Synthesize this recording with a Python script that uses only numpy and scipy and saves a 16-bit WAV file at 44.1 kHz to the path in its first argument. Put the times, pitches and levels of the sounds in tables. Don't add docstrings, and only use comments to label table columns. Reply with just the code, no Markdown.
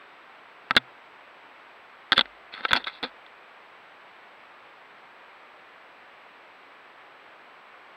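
import sys
import numpy as np
from scipy import signal
from scipy.fft import rfft, irfft, next_fast_len
from scipy.io import wavfile

SR = 44100
rng = np.random.default_rng(int(sys.argv[2]) if len(sys.argv) > 2 else 0)


def generate_wav(signal):
    frames = np.transpose(np.atleast_2d(signal))
    scaled = np.clip(frames, -1, 1) * 32767
    pcm = np.round(scaled).astype(np.int16)
    wavfile.write(sys.argv[1], SR, pcm)


N = 351036

# start in seconds, level, brightness, body
# and crackle in relative dB, delay of the rebound in seconds (0 for none).
PECKS = [(.7089, -11.5, -8, 3, -29.5, 0), (.752, -35, -5, 11, -28, 0.00071),
         (.7653, -7.5, -1.5, -2.5, -12.5, .0036), (2.1207, -9, 1, -4, -19.5, 0.0088),
         (2.1789, -10.5, -1.5, 6.5, -18.5, 0), (2.1921, -15, 4.5, -6.5, -31, 0.00033),
         (2.21, -17, 5.5, -7, -19, 0.00027), (2.2568, -42, -4.5, -4, -32, 0.00039),
         (2.539, -38, 5, -7, -36, 0.00035), (2.5775, -38, -7, -7, -38, 0), (2.6081, -33.5, -5, 9, -45, 0),
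         (2.651, -18.5, -5, -13, -54.5, 0.0021), (2.7088, -25.5, -5.5, 3.5, -41, 0.0013),
         (2.715, -23, 0, 15, -45, 0.002), (2.732, -6.5, -1.5, 4, -14.5, .0222),
         (2.8421, -36.5, 20, -8, -47, 0.003), (2.8703, -28.5, -5, -17, -42, 0),
         (3.0351, -26, -3, 0, -37, 0.015), (3.264, -48, -3, -8, -22, 0)]
# frequency in Hz, gain in dB.
CRACKLE_SPECTRUM = [(1000, 15), (6500, -1), (9500, 0.5), (12000, -3.5), (15000, -14)]
def pecks(level_db=1, crackle_t60_s=0.011, rebound_db=2, rebound_loss_db_per_s=619.5):
    ring, crackle, t = np.zeros(N), np.zeros(N), clock(.02)
    flat_side, tip = (1340, 5), (3520, 3)
    for start, db, bright_db, body_db, crackle_db, rebound_s in PECKS:
        focus_hz, focus_db = flat_side if bright_db < -4.5 else tip
        add(ring, start, blow(db + level_db, bright_db, body_db, focus_hz, focus_db))
        burst = rng.standard_normal(len(t)) * 10 ** (-3 * t / crackle_t60_s)
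        add(crackle, start, amp(db + crackle_db) * burst)
        if rebound_s > 0:
            landing_db = db + rebound_db - rebound_loss_db_per_s * rebound_s
            rebound = blow(landing_db, bright_db - 3.5, body_db=-2, focus_hz=1555, focus_db=5)
            add(ring, start + rebound_s, rebound)
    return ring, coloured(crackle, CRACKLE_SPECTRUM)


def blow(db, bright_db, body_db, focus_hz, focus_db, chatter=0.048, contact_s=0.0027):
    t = clock(.02)
    force = chatter * rng.standard_normal(len(t)) * np.exp(-t / contact_s)
    force[0] += 1
    knock = signal.fftconvolve(force, housing(bright_db, body_db, focus_hz, focus_db))
    attack = knock[:int(.004 * SR)]
    return amp(db) * knock / rms(attack)


# frequency in Hz, level in dB,
# seconds to fall by 60 dB.
HOUSING_MODES = [(190, -35, 0.1), (259.5, -18, 0.063), (337, -19, 0.037), (542, -16, 0.032),
                 (780, -9.5, 0.023), (940, -5, 0.018), (1328, -4.5, 0.032), (1545, 4, 0.013),
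                 (1888, -4.5, 0.015), (2060, 1.5, 0.011), (2423, -5.5, 0.013), (2700, -1, 0.0084),
                 (3376, -1, 0.018), (3470, -2.5, 0.017), (3684, -4, 0.0195), (4110, -10.5, .012),
                 (4120, -7.5, 0.0066), (4410, -20, 0.02)]
def housing(bright_db, body_db, focus_hz, focus_db, focus_octaves=0.057, scatter_db=1.5, detune=0.012):
    t = clock(.06)
    hz, db, t60 = np.transpose(HOUSING_MODES)
    gain, pitch, phase = rng.standard_normal((3, len(hz)))
    tilt_db = along([(600, body_db), (1200, 0.0042), (1500, 0.0046), (3300, bright_db)], hz)
    spot_db = focus_db * np.exp(-(np.log2(hz / focus_hz) / focus_octaves) ** 2 / 2)
    cycles = np.outer(hz * (1 + detune * pitch), t)
    fade = 10 ** (-3 * np.outer(1 / t60, t))
    modes = fade * np.sin(2 * np.pi * cycles + 0.95 * phase[:, None])
    return amp(db + tilt_db + spot_db + scatter_db * gain) @ modes


# start and length in seconds, then level,
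# brightness and body in relative dB.
BEAK_STROKES = [(0.77, .011, -12.5, -3, -12), (2.121, 0.031, -27.5, -3.5, 5), (2.16, .032, -24, 9, 5),
                (2.186, 0.018, -23.5, -2, 7), (2.521, 0.047, -38.5, 4, -16), (2.555, 0.065, -40, -2, -2),
                (2.625, 0.043, -35.5, -1, -12), (2.681, 0.021, -32.5, 6, 4), (2.733, 0.026, -24, 0, 10),
                (2.759, 0.019, -17.5, 3.5, 5), (2.779, 0.044, -38.5, -3, 6), (2.863, 0.036, -28, -1, -28),
                (2.89, 0.1, -46.5, 5, -21), (3.027, 0.033, -24, 2, 13), (3.058, 0.036, -44.5, 6, 5)]
# frequency in Hz, gain in dB.
GRIT_SPECTRUM = [(1000, -5), (7000, -11), (9300, 3), (11500, -11), (15000, -10.5)]
def scrapes(slips_per_s=2000, spread_db=4.5, body_lift_db=5, grit_db=-30):
    ring, grit = np.zeros(N), np.zeros(N)
    for start, length_s, db, bright_db, body_db in BEAK_STROKES:
        pressure = stroke_pressure(length_s)
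        slipping = rng.random(SR) < slips_per_s / SR
        direction = rng.choice([-1, 1], SR)
        jolt = amp(spread_db * rng.standard_normal(SR))
        slips = (slipping * direction * jolt)[:len(pressure)]
        force = pressure * slips
        clicks = force * np.abs(slips)
        response = housing(bright_db, body_db + body_lift_db, focus_hz=3420, focus_db=-2)
        rasp = signal.fftconvolve(force, response)
        strength = amp(db) * np.linalg.norm(pressure)
        add(ring, start, strength * rasp / (np.linalg.norm(rasp) + 1e-9))
        add(grit, start, strength * amp(grit_db) * clicks / (np.linalg.norm(clicks) + 1e-9))
    return ring, coloured(grit, GRIT_SPECTRUM)


def stroke_pressure(length_s, swell_share=.4, depth_db=11, lift_s=0.00424):
    t = clock(2 * length_s)
    rise_s = length_s * swell_share
    from_peak = np.maximum(1 - t / rise_s, (t - rise_s) / (length_s - rise_s))
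    lift = np.exp(-np.maximum(t - length_s, 0) / lift_s)
    return amp(-depth_db * from_peak) * lift


# time in seconds, push in dB,
# sway frequency in Hz, sway level in dB.
CAMERA_SHOVES = [(0.71, -41, 123, -49), (0.769, -27.5, 128, -44), (2.180, -30.5, 50, -55),
                 (2.731, -27, 47.7, -61), (3.04, -58, 45.4, -70)]
def shoves(push_s=0.0018, lead_s=.008, sway_cycles=36):
    thumps, t = np.zeros(N), clock(.8)
    from_peak = (t - lead_s) / push_s
    push = (from_peak ** 2 / 2 - 1) * np.exp(-from_peak ** 2 / 2)
    for start, push_db, sway_hz, sway_db in CAMERA_SHOVES:
        fade = 10 ** (-3 * t * sway_hz / sway_cycles)
        add(thumps, start - lead_s, amp(push_db) * push)
        add(thumps, start, amp(sway_db) * np.sin(2 * np.pi * sway_hz * t) * fade)
    return thumps


# frequency in Hz, gain in dB.
MICROPHONE_RESPONSE = [(30, -19.5), (120, -24), (210, -6), (4400, 2), (4900, -7), (5500, -14.5),
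                       (6200, -25), (8000, -34), (15000, -29)]
def microphone(ring, ceiling=0.54, knee=4):
    rounded = ring / (1 + np.abs(ring / ceiling) ** knee) ** (1 / knee)
    return coloured(rounded, MICROPHONE_RESPONSE)


def whistle(centre_hz=3650, width_hz=45, length_s=0.42, level_db=-66.5):
    tone = filtered(rng.standard_normal(N), lambda hz: np.exp(-((hz - centre_hz) / width_hz) ** 2 / 2))
    fade = np.clip(1 - np.arange(N) / SR / length_s, 0, 1)
    return amp(level_db) * fade * tone / rms(tone)


# frequency in Hz, relative density in dB.
HISS_SPECTRUM = [(15, -63), (25, -30.5), (107, -19.5), (183, -15), (240, -11.5), (359, -6.5), (399, -6),
                 (722, -2), (1170, -1), (2420, -6), (4040, -19), (6730, -41), (7910, -45), (8580, -45),
                 (15500, -44.5)]
def hiss(level_db=-50.5):
    noise = filtered(rng.standard_normal(N), lambda hz: amp(along(HISS_SPECTRUM, hz)))
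    return amp(level_db) * noise / rms(noise)


def whine(tone_hz=7796, flips_per_s=59.55, level_db=-86.5):
    t = np.arange(N) / SR
    polarity = np.sign(np.sin(np.pi * flips_per_s * t))
    return amp(level_db) * np.sqrt(2) * polarity * np.sin(2 * np.pi * tone_hz * t)


def amp(db):
    return 10 ** (np.asarray(db) / 20)


def rms(x):
    return np.sqrt(np.mean(x ** 2) + 1e-20)


def along(points, hz):
    point_hz, values = np.transpose(points)
    return np.interp(np.log(hz + 1), np.log(point_hz + 1), values)


def clock(seconds):
    return np.arange(int(seconds * SR)) / SR


def add(track, start_s, sound):
    track[round(start_s * SR):][:len(sound)] += sound


def filtered(x, gain):
    size = next_fast_len(N + SR // 4)
    return irfft(rfft(x, size) * gain(np.fft.rfftfreq(size, 1 / SR)), size)[:N]


def coloured(x, points, size=4096):
    gain = amp(along(points, np.fft.rfftfreq(size, 1 / SR)))
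    cepstrum = irfft(np.log(gain))
    cepstrum[1:size // 2] *= 2
    cepstrum[size // 2 + 1:] = 0
    response = irfft(np.exp(rfft(cepstrum)))
    return signal.fftconvolve(x, response)[:N]


def scene():
    knocks, crackle = pecks()
    rasps, grit = scrapes()
    case = microphone(knocks + rasps)
    return (case + crackle + grit + shoves() + whistle() + hiss() + whine())[None]


def record(dry, top_hz=15800):
    return filtered(dry[0], lambda hz: hz < top_hz)[None]


dry = scene()
out = record(dry)
generate_wav(out)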